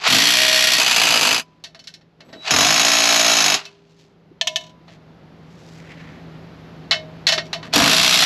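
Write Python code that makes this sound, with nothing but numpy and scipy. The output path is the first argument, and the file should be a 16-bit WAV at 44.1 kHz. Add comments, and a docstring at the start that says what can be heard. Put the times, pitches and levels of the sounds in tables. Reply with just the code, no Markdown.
"""An engine drones far off as a cordless impact driver runs a bolt into a steel trailer frame, close by.
Its hammer strikes up to about sixty times a second, and each blow rings the steel. Then the socket knocks
on the frame, a low rumble is heard, the speed control whines and a second burst follows. A wrench clinks
and chatters to rest, the background level comes up, and more knocks lead to the third burst and a last knock.
Blows are pulses and noise sent through resonances; a limiter holds the loud parts down."""
import sys
import numpy as np
from scipy import signal
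from scipy.fft import rfft, irfft
from scipy.io import wavfile
from scipy.ndimage import uniform_filter1d

SR = 44100
rng = np.random.default_rng(int(sys.argv[2]) if len(sys.argv) > 2 else 0)


def dump_mix(stems):
    """Bounce the given channels to the path in sys.argv[1] as a 16-bit WAV at rate SR."""
    frames = np.atleast_2d(stems).T  # one column per channel
    limited = np.clip(frames, -1, 1)  # hard clip at full scale
    pcm = np.round(limited * 32767).astype(np.int16)
    wavfile.write(sys.argv[1], SR, pcm)


N = 363825
TIME = np.arange(N) / SR  # seconds
TINY = 1e-18 * np.sin(np.arange(N))  # far too faint to hear; keeps filter inputs from being exactly zero

# Level of the background, which comes up later on. Each row: time in seconds, level in dB.
BACKGROUND = [(2.0, -58), (3.8, -59.5), (4.9, -51), (5.3, -48), (6.1, -42), (7.7, -41.5)]
# Steady tones of the far engine. Each row: pitch in Hz, relative level in dB.
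DRONE = [(59.2, -60.5), (80.7, -57), (113.0, -53.5), (161.5, -43), (269.2, -57.5)]
# Tone colour of the outdoor rush. Each row: frequency in Hz, relative level in dB per Hz.
RUSH = [(15, -64), (25, -20), (43, -28), (128, -17), (162, -7.5), (217, -12.5), (260, -12.5), (808, -23.5),
        (997, -28), (4470, -41), (8500, -58.5), (11800, -58), (13500, -68)]

# Pulls of the trigger. Each row: time up to speed in seconds, spin-up in dB per second,
# extra whirr before the load in dB, time let go in seconds, run-down in dB per second.
PULLS = [(0.072, 400, 14.5, 1.2, 800), (2.48, 438, 5, 3.572, 260), (7.73, 3500, 2.5, 8.3, 235)]
WHIRR_DB, LOAD_S = -26.5, 0.036  # level of the gears under load; time in which the load slows them
COAST_DB, COAST_LOSS_DB_PER_S = -55, 39.5  # after the brake the gears coast faintly

# Tone colour of the blows. Each row: frequency in Hz, relative level in dB per Hz.
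BOLT_COLOUR = [(240, -35.5), (400, -4.5), (553, -14), (641, 3), (886, -2.5), (1120, -0.5), (2110, -2),
               (2630, 1), (3700, -0.5), (4280, 0.5), (6760, -5.5), (8940, -7), (11800, -12.5),
               (13500, -29.5)]
# Resonances of bolt and bracket, one list for each run of hammering.
# Each row: pitch in Hz, width in Hz, relative level in dB.
BOLT_PEAKS = [
    [(1860, 58, 4), (1960, 320, 3.5), (2540, 30, -21.5), (3048, 170, 3.5), (3370, 330, -8), (4434, 33, 8),
     (4440, 110, -5.5), (6100, 98, -6.5), (7500, 24, -17)],
    [(1020, 750, -9.5), (2305, 18, 3), (2560, 200, -1), (2982, 37, 7.5), (4580, 110, -10), (5050, 40, 2.5),
     (6000, 170, -6.5)],
    [(2623, 56, -4), (3876, 63, 9), (3908, 77, 6.5), (4560, 61, -11.5), (5106, 54, 5), (5630, 64, -2.5),
     (6040, 55, 2.5), (6790, 140, 5)],
    [(710, 85, -19), (2662, 160, 5.5), (3340, 110, -5), (3760, 39, 4.5), (4133, 54, -4), (5750, 39, 0.5),
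     (6270, 43, -30.5)],
]
# Low resonances of the chassis. Each row: pitch in Hz, width in Hz, relative level in dB.
CHASSIS = [(60.3, 16, -17.5), (125.4, 52, -4.5), (159, 37, 3), (202, 29, 0.5), (241.7, 21, 5), (292, 31, 5),
           (397.4, 16, -8), (493, 110, -11)]
# Resonances of the bracket, which sing when a multiple of the hammer rate meets them.
# Each row: pitch in Hz, width in Hz, relative level in dB.
BRACKET = [(627.6, 18, 10), (1823, 30, 1.5), (1920, 290, -5), (3355, 160, 3.5), (4410, 34, -0.5)]
# Resonances of the floor panel. Each row: pitch in Hz, width in Hz, relative level in dB.
PANEL = [(81, 15, -1), (139, 23, 4)]
# Hammer speed, one list for each run; the first burst has two runs, as the bolt takes up load.
# Each row: time in seconds, blows per second.
SPEED = [
    [(.077, 37.9), (.2, 57.3), (.4, 63.2), (.65, 63.1), (.79, 62)],
    [(.799, 63.3), (.9, 61.6), (1.0, 54.3), (1.15, 58.8), (1.25, 48.8), (1.405, 62.1)],
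    [(2.508, 31.4), (2.6, 48.3), (2.82, 58.1), (3.36, 57.3), (3.46, 51.5), (3.55, 46.9)],
    [(7.737, 44.5), (7.86, 53.8), (8.02, 63.1), (8.245, 61.9)],
]
# Force of each run, and how it begins and ends. Each row: clatter in dB, mid-range rattle in dB,
# frame shudder in dB, looseness from 0 to 1, change of shudder in the bite in dB, floor boom in dB,
# fade at the end in dB.
RUNS = [(-13.5, -33.5, -38.5, 0.4, 13, -38, 1), (-13.5, -22.5, -32.5, .75, -8.5, -61, 13),
        (-13.5, -22.5, -33.5, .55, 6, -30.5, 3.5), (-13, -27.5, -35, .62, 20.5, -31, 0)]
BITE_LEAD_S, BITE_PEAK_S = 0.014, 0.075  # the bite starts before the first blow; time from there to its peak
BITE_IN_CLATTER, BITE_IN_RATTLE = 0.17, 0.75  # shares of the shudder's dB change
UNSEAT_S, FADE_S = 0.083, 0.037  # towards the end of a run the socket works loose, then the blows fade

# Long ring of the frame. Each row: pitch in Hz, relative level in dB, time to fall by 60 dB in seconds.
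FRAME = [(402, 2.5, 3.8), (629, -3, 0.52), (688, -4, 0.33), (996, -4.5, 0.946), (2175, -5, 0.21),
         (2637, -8, 0.072), (3010, -5, 0.16), (3747, -15, 0.27), (5750, -17.5, .4)]

# The socket knocks on bolt and frame. Each row: time in seconds, relative level in dB,
# bass boost in dB, treble boost in dB.
KNOCKS = [(1.639, -22.5, -15, 8), (1.747, -33.5, 9.5, 3), (1.792, -36.5, -7, 11), (1.84, -41, -5, 11.5),
          (1.872, -32.5, -20, 16.5), (1.939, -40.5, -22, 18.5), (2.011, -43, 2.5, -8),
          (2.205, -44.5, 19, 9), (2.29, -42, 11, -5), (2.329, -30.5, 12.5, -1), (3.653, -35, -0.5, 16),
          (4.88, -44, 20.5, -6), (6.91, 3.5, -22.5, -22), (7.268, -1.5, -17, 3.5), (7.287, -5, 1.5, 6.5),
          (7.322, -4, 1, 4), (7.378, -29, 27.5, 9), (7.53, -19, 14, 8.5), (7.629, -35.5, 22, 3),
          (8.225, -2.5, 3, -14)]
# Tone colour of the knocks. Each row: frequency in Hz, relative level in dB per Hz.
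KNOCK_COLOUR = [(240, -57), (400, -30), (660, -2.5), (926, -10), (1880, -7), (2380, -11.5), (4350, -2.5),
                (8940, -24.5), (10700, -26.5), (13500, -39.5)]
# Resonances of the knocked steel. Each row: pitch in Hz, width in Hz, relative level in dB.
KNOCK_PEAKS = [(674, 20, 3.5), (1530, 22, 0), (1780, 9.4, -4.5), (1850, 57, 2), (2673, 24, -5),
               (3130, 92, -2), (3940, 14, -9.5), (4500, 92, -4), (5330, 29, -0.5)]
# The 60 dB fall time of a knock at 0 dB in KNOCKS, and the rise in level that doubles this time.
KNOCK_T60_S, KNOCK_T60_DOUBLES_DB = 0.12, 60

# Soft rustles, a low rumble and a scrape. Each row: middle in seconds, half length in seconds,
# level in dB, centre in Hz, width in Hz.
RUSTLES = [(2.35, 0.11, -45.5, 239, 200), (4.0, 0.1, -62, 3500, 4000), (4.917, 0.046, -53.5, 2000, 2500),
           (5.68, 0.15, -52, 3900, 7040), (5.97, 0.18, -46, 1980, 600), (7.466, 0.016, -49, 4000, 3000),
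           (7.66, .02, -42.5, 1279, 1600)]

# A light trigger makes the speed control whine. Each row: on in seconds, full in seconds, off in seconds.
# A row that goes off before it comes on stays silent.
WHINES = [(2.245, 2.423, 2.505), (7.725, 7.728, 6.9)]
# Steady second and third multiples of the whine's pitch. Each entry: level in dB.
WHINE_PARTS = [-68, -74]
WHINE_HZ, WHINE_DB, WHINE_SWELL_DB_PER_S = 3910, -37, 220  # the lowest tone

# Touches that ring at one pitch: dull bumps, and the socket slipping off its bolt.
# Each row: start in seconds, peak dB, pitch in Hz, rise in seconds.
BUMPS = [(4.314, -38.5, 345, .003), (3.654, -38.5, 2610, 0.0079), (7.378, -26, 362, 0.0034)]

# The wrench drops on the steel. Each row: time in seconds, relative level in dB, bass boost in dB,
# treble boost in dB, time for the clatter to fall by 60 dB in seconds.
CLINKS = [(4.412, -1, 0, -8, 0.036), (4.472, -0.5, -24, -2, 0.041), (4.559, -12, 7.5, 7.5, 0.055)]
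# Tone colour of the clinks. Each row: frequency in Hz, relative level in dB per Hz.
CLINK_COLOUR = [(240, -65), (400, -61), (631, -2.5), (899, -14.5), (997, -4), (1740, -33.5), (1960, -11),
                (3140, 5), (5040, -7), (5750, -2.5), (13500, -32)]
# Resonances of the clinks. Each row: pitch in Hz, width in Hz, relative level in dB.
CLINK_PEAKS = [(1764, 49, 5), (2870, 18, -4), (3600, 62, -10), (4160, 60, -9), (4250, 24, 5),
               (5460, 54, -16), (6250, 49, -3), (6600, 48, -2)]
SETTLE_S, SETTLE_GAP_S = 4.609, 0.0285  # the wrench then chatters to rest: first tap, time between taps
# Relative level of the first tap, loss at each further tap, and the 60 dB fall time of a tap.
SETTLE_DB, SETTLE_LOSS_DB, SETTLE_T60_S = -29.5, 3.5, 0.067

CUTOFF_HZ = 13500  # top of the finished sound


def from_db(db):
    """Turn decibels into a gain."""
    return 10 ** (np.asarray(db) / 20)


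def rms_one(x):
    """Scale a sound to unit power."""
    return x / np.sqrt(np.mean(x ** 2) + 1e-20)


def cut(x, hz, kind, order=2):
    """Keep only the low, high or band part of a sound (Butterworth filter)."""
    sos = signal.butter(order, hz, kind, fs=SR, output="sos")
    return signal.sosfilt(sos, x + TINY[:len(x)])


def drift(rate):
    """Chance that wanders between random points, `rate` of them a second, with a spread near 1."""
    knots = rng.standard_normal(4000)
    return np.interp(TIME * rate, np.arange(len(knots)), knots)


def colour(x, spectrum):
    """Give a sound a tone colour, with no sound ahead of its cause (minimum phase) and unit power gain."""
    size = 4096
    hz, db = np.transpose(spectrum)
    bins_hz = np.arange(size // 2 + 1) * SR / size
    level = np.interp(np.log(bins_hz + 1), np.log(hz), db)
    # folding the cepstrum forwards gives the minimum-phase response
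    cepstrum = irfft(np.log(from_db(level)))
    cepstrum[1:size // 2] *= 2
    cepstrum[size // 2 + 1:] = 0
    response = irfft(np.exp(rfft(cepstrum)))
    return signal.oaconvolve(x, response / np.linalg.norm(response))[:len(x)]


def resonate(x, peaks):
    """Ring resonances side by side, with alternating signs; a narrower one rings longer."""
    out = 0
    for k, (hz, width, db) in enumerate(peaks):
        r = np.exp(-np.pi * abs(width) / SR)
        poles = [1, -2 * r * np.cos(2 * np.pi * hz / SR), r * r]
        ring = signal.lfilter([1, 0, -1], poles, x + TINY)
        out = out + (-1) ** k * from_db(db) * (1 - r * r) / 2 * ring
    return out


def steel(force, spectrum, peaks, peaks_db):
    """A steel part rings as a dense bed of modes with a few that stand out."""
    bed, rings = colour(force, spectrum), resonate(force, peaks)
    matched = rings * bed.std() / rings.std()
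    return (bed + from_db(peaks_db) * matched) / np.hypot(1, from_db(peaks_db))


def levelled(x, window=0.057):
    """Even out the power over a few blows."""
    power = np.maximum(uniform_filter1d(x * x, int(window * SR)), 0)
    return x / np.sqrt(power + 0.3 * np.var(x))


def outdoors(drone_db=0.0, low_db=-6.0, low_follows=0.89, high_db=-8.5, waver=0.88, flutter_db=0.0):
    """A far engine's wavering tones lie over a broad rush of noise; all rise and fall together."""
    level = np.interp(TIME, *np.transpose(BACKGROUND))
    lines = 0
    for hz, db in DRONE:
        gain = from_db(db + flutter_db * drift(14))
        lines = lines + gain * np.sin(2 * np.pi * hz * TIME + waver * drift(14))
    air = colour(rng.standard_normal(N), RUSH)
    low = from_db(low_follows * level + low_db) * rms_one(cut(air, 750, "low", order=3))
    high = from_db(level + high_db) * rms_one(cut(air, 1000, "high", order=3))
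    return from_db(level + drone_db) * rms_one(lines) + low + high


def motor(grain_db=2.5, top_hz=5200):
    """Gears rattle the socket: they spin up, are slowed by the load, then brake and coast once let go."""
    level = 0
    for up, rise, free_db, off, fall in PULLS:
        free = free_db * np.exp(-np.maximum(TIME - up, 0) / LOAD_S)
        spin_up = rise * np.clip(up - TIME, 0, 0.5)
        run_down = fall * np.clip(TIME - off, 0, 0.5)
        coast = from_db(COAST_DB - COAST_LOSS_DB_PER_S * np.abs(TIME - off))
        level = level + from_db(WHIRR_DB + free - spin_up - run_down)
        level = level + (TIME > off) * coast
    gears = cut(rng.standard_normal(N) * from_db(grain_db * drift(400)), top_hz, "low")
    return level * rms_one(steel(gears, BOLT_COLOUR, BOLT_PEAKS[1], peaks_db=-15.5))


def panel():
    """The trailer's floor is shaken at its two lowest modes, by noise."""
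    return rms_one(cut(resonate(rng.standard_normal(N), PANEL), [55, 200], "band"))


def runs_in_time():
    """Give the current run's row at every moment, its bite (0 to 1) and the time left in it (seconds)."""
    starts, stops = np.transpose([(run[0][0] - BITE_LEAD_S, run[-1][0]) for run in SPEED])
    current = np.maximum(np.searchsorted(starts, TIME) - 1, 0)
    age = np.maximum(TIME - starts[current], 0) / BITE_PEAK_S
    bite = age * np.exp(1 - age)
    left = np.maximum(stops[current] - TIME, -FADE_S)
    return np.array(RUNS)[current].T, bite, left


def blow_times(speed):
    """One blow falls each time the hammer has turned on to its next lug."""
    t = np.arange(speed[0][0], speed[-1][0], 1 / SR)
    turned = np.cumsum(np.interp(t, *np.transpose(speed))) / SR
    return np.interp(np.arange(int(turned[-1]) + 1), turned, t)


def hammer(speed, loose, clatter_t60=0.1, crack_db=-11.5, crack_t60=0.0097, uneven_db=2.0,
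           slip_s=0.00037, repeat_hz=1400):
    """Each blow sets off chatter: partly the same every time, partly new when the socket is loose."""
    at = blow_times(speed)
    chance = rng.standard_normal((len(at), 2))
    at = at + slip_s * np.interp(at, TIME, loose) ** 4 * chance[:, 0]
    blows = np.zeros(N)
    blows[np.clip(at * SR, 0, N - 1).astype(int)] = from_db(uneven_db * chance[:, 1])
    t = TIME[:SR // 8]
    dying = from_db(-60 * t / clatter_t60) + from_db(crack_db - 60 * t / crack_t60)
    alike = signal.oaconvolve(blows, dying * rng.standard_normal(len(t)))[:N]
    fresh_power = np.abs(signal.oaconvolve(blows ** 2, dying ** 2)[:N])
    fresh = np.sqrt(fresh_power) * rng.standard_normal(N)
    # small slips scramble the treble first; the long waves repeat more faithfully
    bass = np.sqrt(1 - loose ** 3) * alike + np.sqrt(loose ** 3) * fresh
    treble = np.sqrt(1 - loose) * alike + np.sqrt(loose) * fresh
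    return blows, cut(bass, repeat_hz, "low", order=1) + cut(treble, repeat_hz, "high", order=1)


def driver(peaks_db=-3.5, shake_db=7.0, sing_db=-34.5):
    """Blows ring bolt and bracket and shake the chassis; the first bite changes their level."""
    (high, mid, low, play, bite_db, boom_db, fade_db), bite, left = runs_in_time()
    loose = np.clip(play + (1 - play) * np.maximum(bite, np.exp(-left / UNSEAT_S)), 0, 1)
    extra, fade = bite_db * bite, fade_db * np.exp(-left / FADE_S)
    blows, forces = zip(*[hammer(speed, loose) for speed in SPEED])
    all_blows = sum(blows)

    metal = sum(steel(force, BOLT_COLOUR, peaks, peaks_db) for force, peaks in zip(forces, BOLT_PEAKS))
    clatter = from_db(high + BITE_IN_CLATTER * extra) * levelled(cut(metal, 1700, "high", order=3))
    rattle = from_db(mid + BITE_IN_RATTLE * extra) * levelled(cut(metal, 1600, "low", order=3))

    push = rms_one(all_blows) + from_db(shake_db) * loose ** 2 * rms_one(sum(forces))
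    shaken = cut(resonate(push, CHASSIS), [50, 580], "band", order=3)
    shudder = from_db(low + extra) * levelled(shaken)

    seated = (1 - loose) ** 2  # a well seated socket passes the blow straight on
    sing = from_db(sing_db) * rms_one(resonate(seated * all_blows, BRACKET))
    boom = from_db(boom_db) * bite ** 2 * panel()
    return from_db(-fade) * (clatter + rattle + shudder) + sing + boom


def frame_ring(x):
    """The long beams go on ringing after they are struck."""
    # a mode's width in Hz follows from how fast it dies away
    return resonate(x, [(hz, np.log(1000) / (np.pi * t60), db) for hz, db, t60 in FRAME])


def strikes(events, tail_db, tail_t60):
    """Steel meets steel: a dense clatter that dies fast, and a weak tail from under the chassis."""
    force, t = np.zeros(N + SR), TIME[:SR // 2]
    for s, db, bass_db, treble_db, t60 in events:
        dying = from_db(-60 * t / max(t60, 0.005)) + from_db(tail_db - 60 * t / tail_t60)
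        hit = rng.standard_normal(len(t)) * dying
        hit = hit + (from_db(bass_db) - 1) * cut(hit, 1100, "low", order=1)
        hit = hit + (from_db(treble_db) - 1) * cut(hit, 4700, "high", order=1)
        start = int(s * SR)
        force[start:start + len(t)] += from_db(db) * hit
    return force[:N]


def socket_knocks(knock_db=-9.0):
    """The socket knocks on bolt and frame; harder knocks clatter longer."""
    events = []
    for s, db, bass, treble in KNOCKS:
        events.append((s, db, bass, treble, KNOCK_T60_S * 2 ** (db / KNOCK_T60_DOUBLES_DB)))
    force = strikes(events, tail_db=-16.5, tail_t60=0.21)
    return from_db(knock_db) * steel(force, KNOCK_COLOUR, KNOCK_PEAKS, peaks_db=-5.5)


def rustle(per_s=2500, size_db=0.5, clump_db=3.0):
    """Each handling noise swells and fades: clumps of tiny snaps with a colour of their own."""
    size = from_db(size_db * np.minimum(rng.exponential(1, N), 4))
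    snaps = (rng.random(N) < per_s / SR) * rng.standard_normal(N) * size
    snaps = cut(snaps, 7000, "low") * from_db(clump_db * drift(25))
    out = 0
    for s, half, db, hz, width in RUSTLES:
        swell = np.exp(-np.minimum(((TIME - s) / half) ** 2, 20))
        out = out + from_db(db) * swell * rms_one(resonate(snaps, [(hz, width, 0)]))
    return out


def whine(edge_s=0.005):
    """The speed control whines as the trigger is squeezed: the lowest tone swells under steady overtones."""
    out, phase = 0, 2 * np.pi * WHINE_HZ * TIME
    overtones = sum(from_db(db) * np.sin(k * phase) for k, db in enumerate(WHINE_PARTS, 2))
    for on, full, off in WHINES:
        gate = np.clip(np.minimum(TIME - on, off - TIME) / edge_s, 0, 1)
        swell = from_db(WHINE_DB - WHINE_SWELL_DB_PER_S * np.clip(full - TIME, 0, 1))
        out = out + gate * (swell * np.sin(phase) + overtones)
    return out


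def touches():
    """A light touch is one sine tone that rises quickly and dies away."""
    out = 0
    for s, db, hz, rise in BUMPS:
        age = np.maximum(TIME - s, 0)
        swell = age / rise * np.exp(1 - age / rise)
        out = out + from_db(db) * swell * np.sin(2 * np.pi * hz * age)
    return out


def wrench_clinks(clink_db=-7.5, count=4):
    """The wrench drops on the steel, then chatters to rest in ever weaker, evenly spaced taps."""
    events = list(CLINKS)
    for k in range(count):
        events.append((SETTLE_S + k * SETTLE_GAP_S, SETTLE_DB - k * SETTLE_LOSS_DB, 0, 0, SETTLE_T60_S))
    force = strikes(events, tail_db=-24.5, tail_t60=0.28)
    return from_db(clink_db) * steel(force, CLINK_COLOUR, CLINK_PEAKS, peaks_db=-11.5)


def scene(driver_ring_db=-4.5, knock_ring_db=14.5, side_db=-2.0, side_hz=11600, side_flicker=0.9):
    """All is heard from the middle; only the top treble differs between the ears."""
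    tool = driver() + motor() + whine()
    handling = socket_knocks() + touches() + wrench_clinks()
    ring = frame_ring(from_db(driver_ring_db) * tool + from_db(knock_ring_db) * handling)
    mid = outdoors() + tool + ring + handling + rustle()

    # random scatter and flicker make the top treble differ between the two ears
    t = TIME[:SR // 50]
    scatter = rng.standard_normal(len(t)) * from_db(-60 * t / 0.033)
    scattered = signal.oaconvolve(mid, scatter / np.linalg.norm(scatter))[:N]
    side = from_db(side_db) * cut(scattered, side_hz, "high", order=12)
    side = side * (1 + side_flicker * drift(300)) / np.hypot(1, side_flicker)
    return np.array([mid + side, mid - side])


def record(dry, notch_hz=9080, notch_q=3.1, limit_db=-3.0, release_db_per_s=300):
    """The microphone port has a notch, a limiter catches the peaks, and the top is cut."""
    x = signal.lfilter(*signal.iirnotch(notch_hz, notch_q, fs=SR), dry)
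    peak_db = 20 * np.log10(np.abs(x).max(axis=0) + 1e-9)
    over = np.maximum(peak_db - limit_db, 0)
    # the limiter clamps at once and lets go at a steady rate
    held = np.maximum.accumulate(over + release_db_per_s * TIME) - release_db_per_s * TIME
    x = x * from_db(-uniform_filter1d(held, size=9))
    return signal.sosfilt(signal.ellip(10, 0.2, 80, CUTOFF_HZ, fs=SR, output="sos"), x)


dry = scene()
out = record(dry)
dump_mix(out)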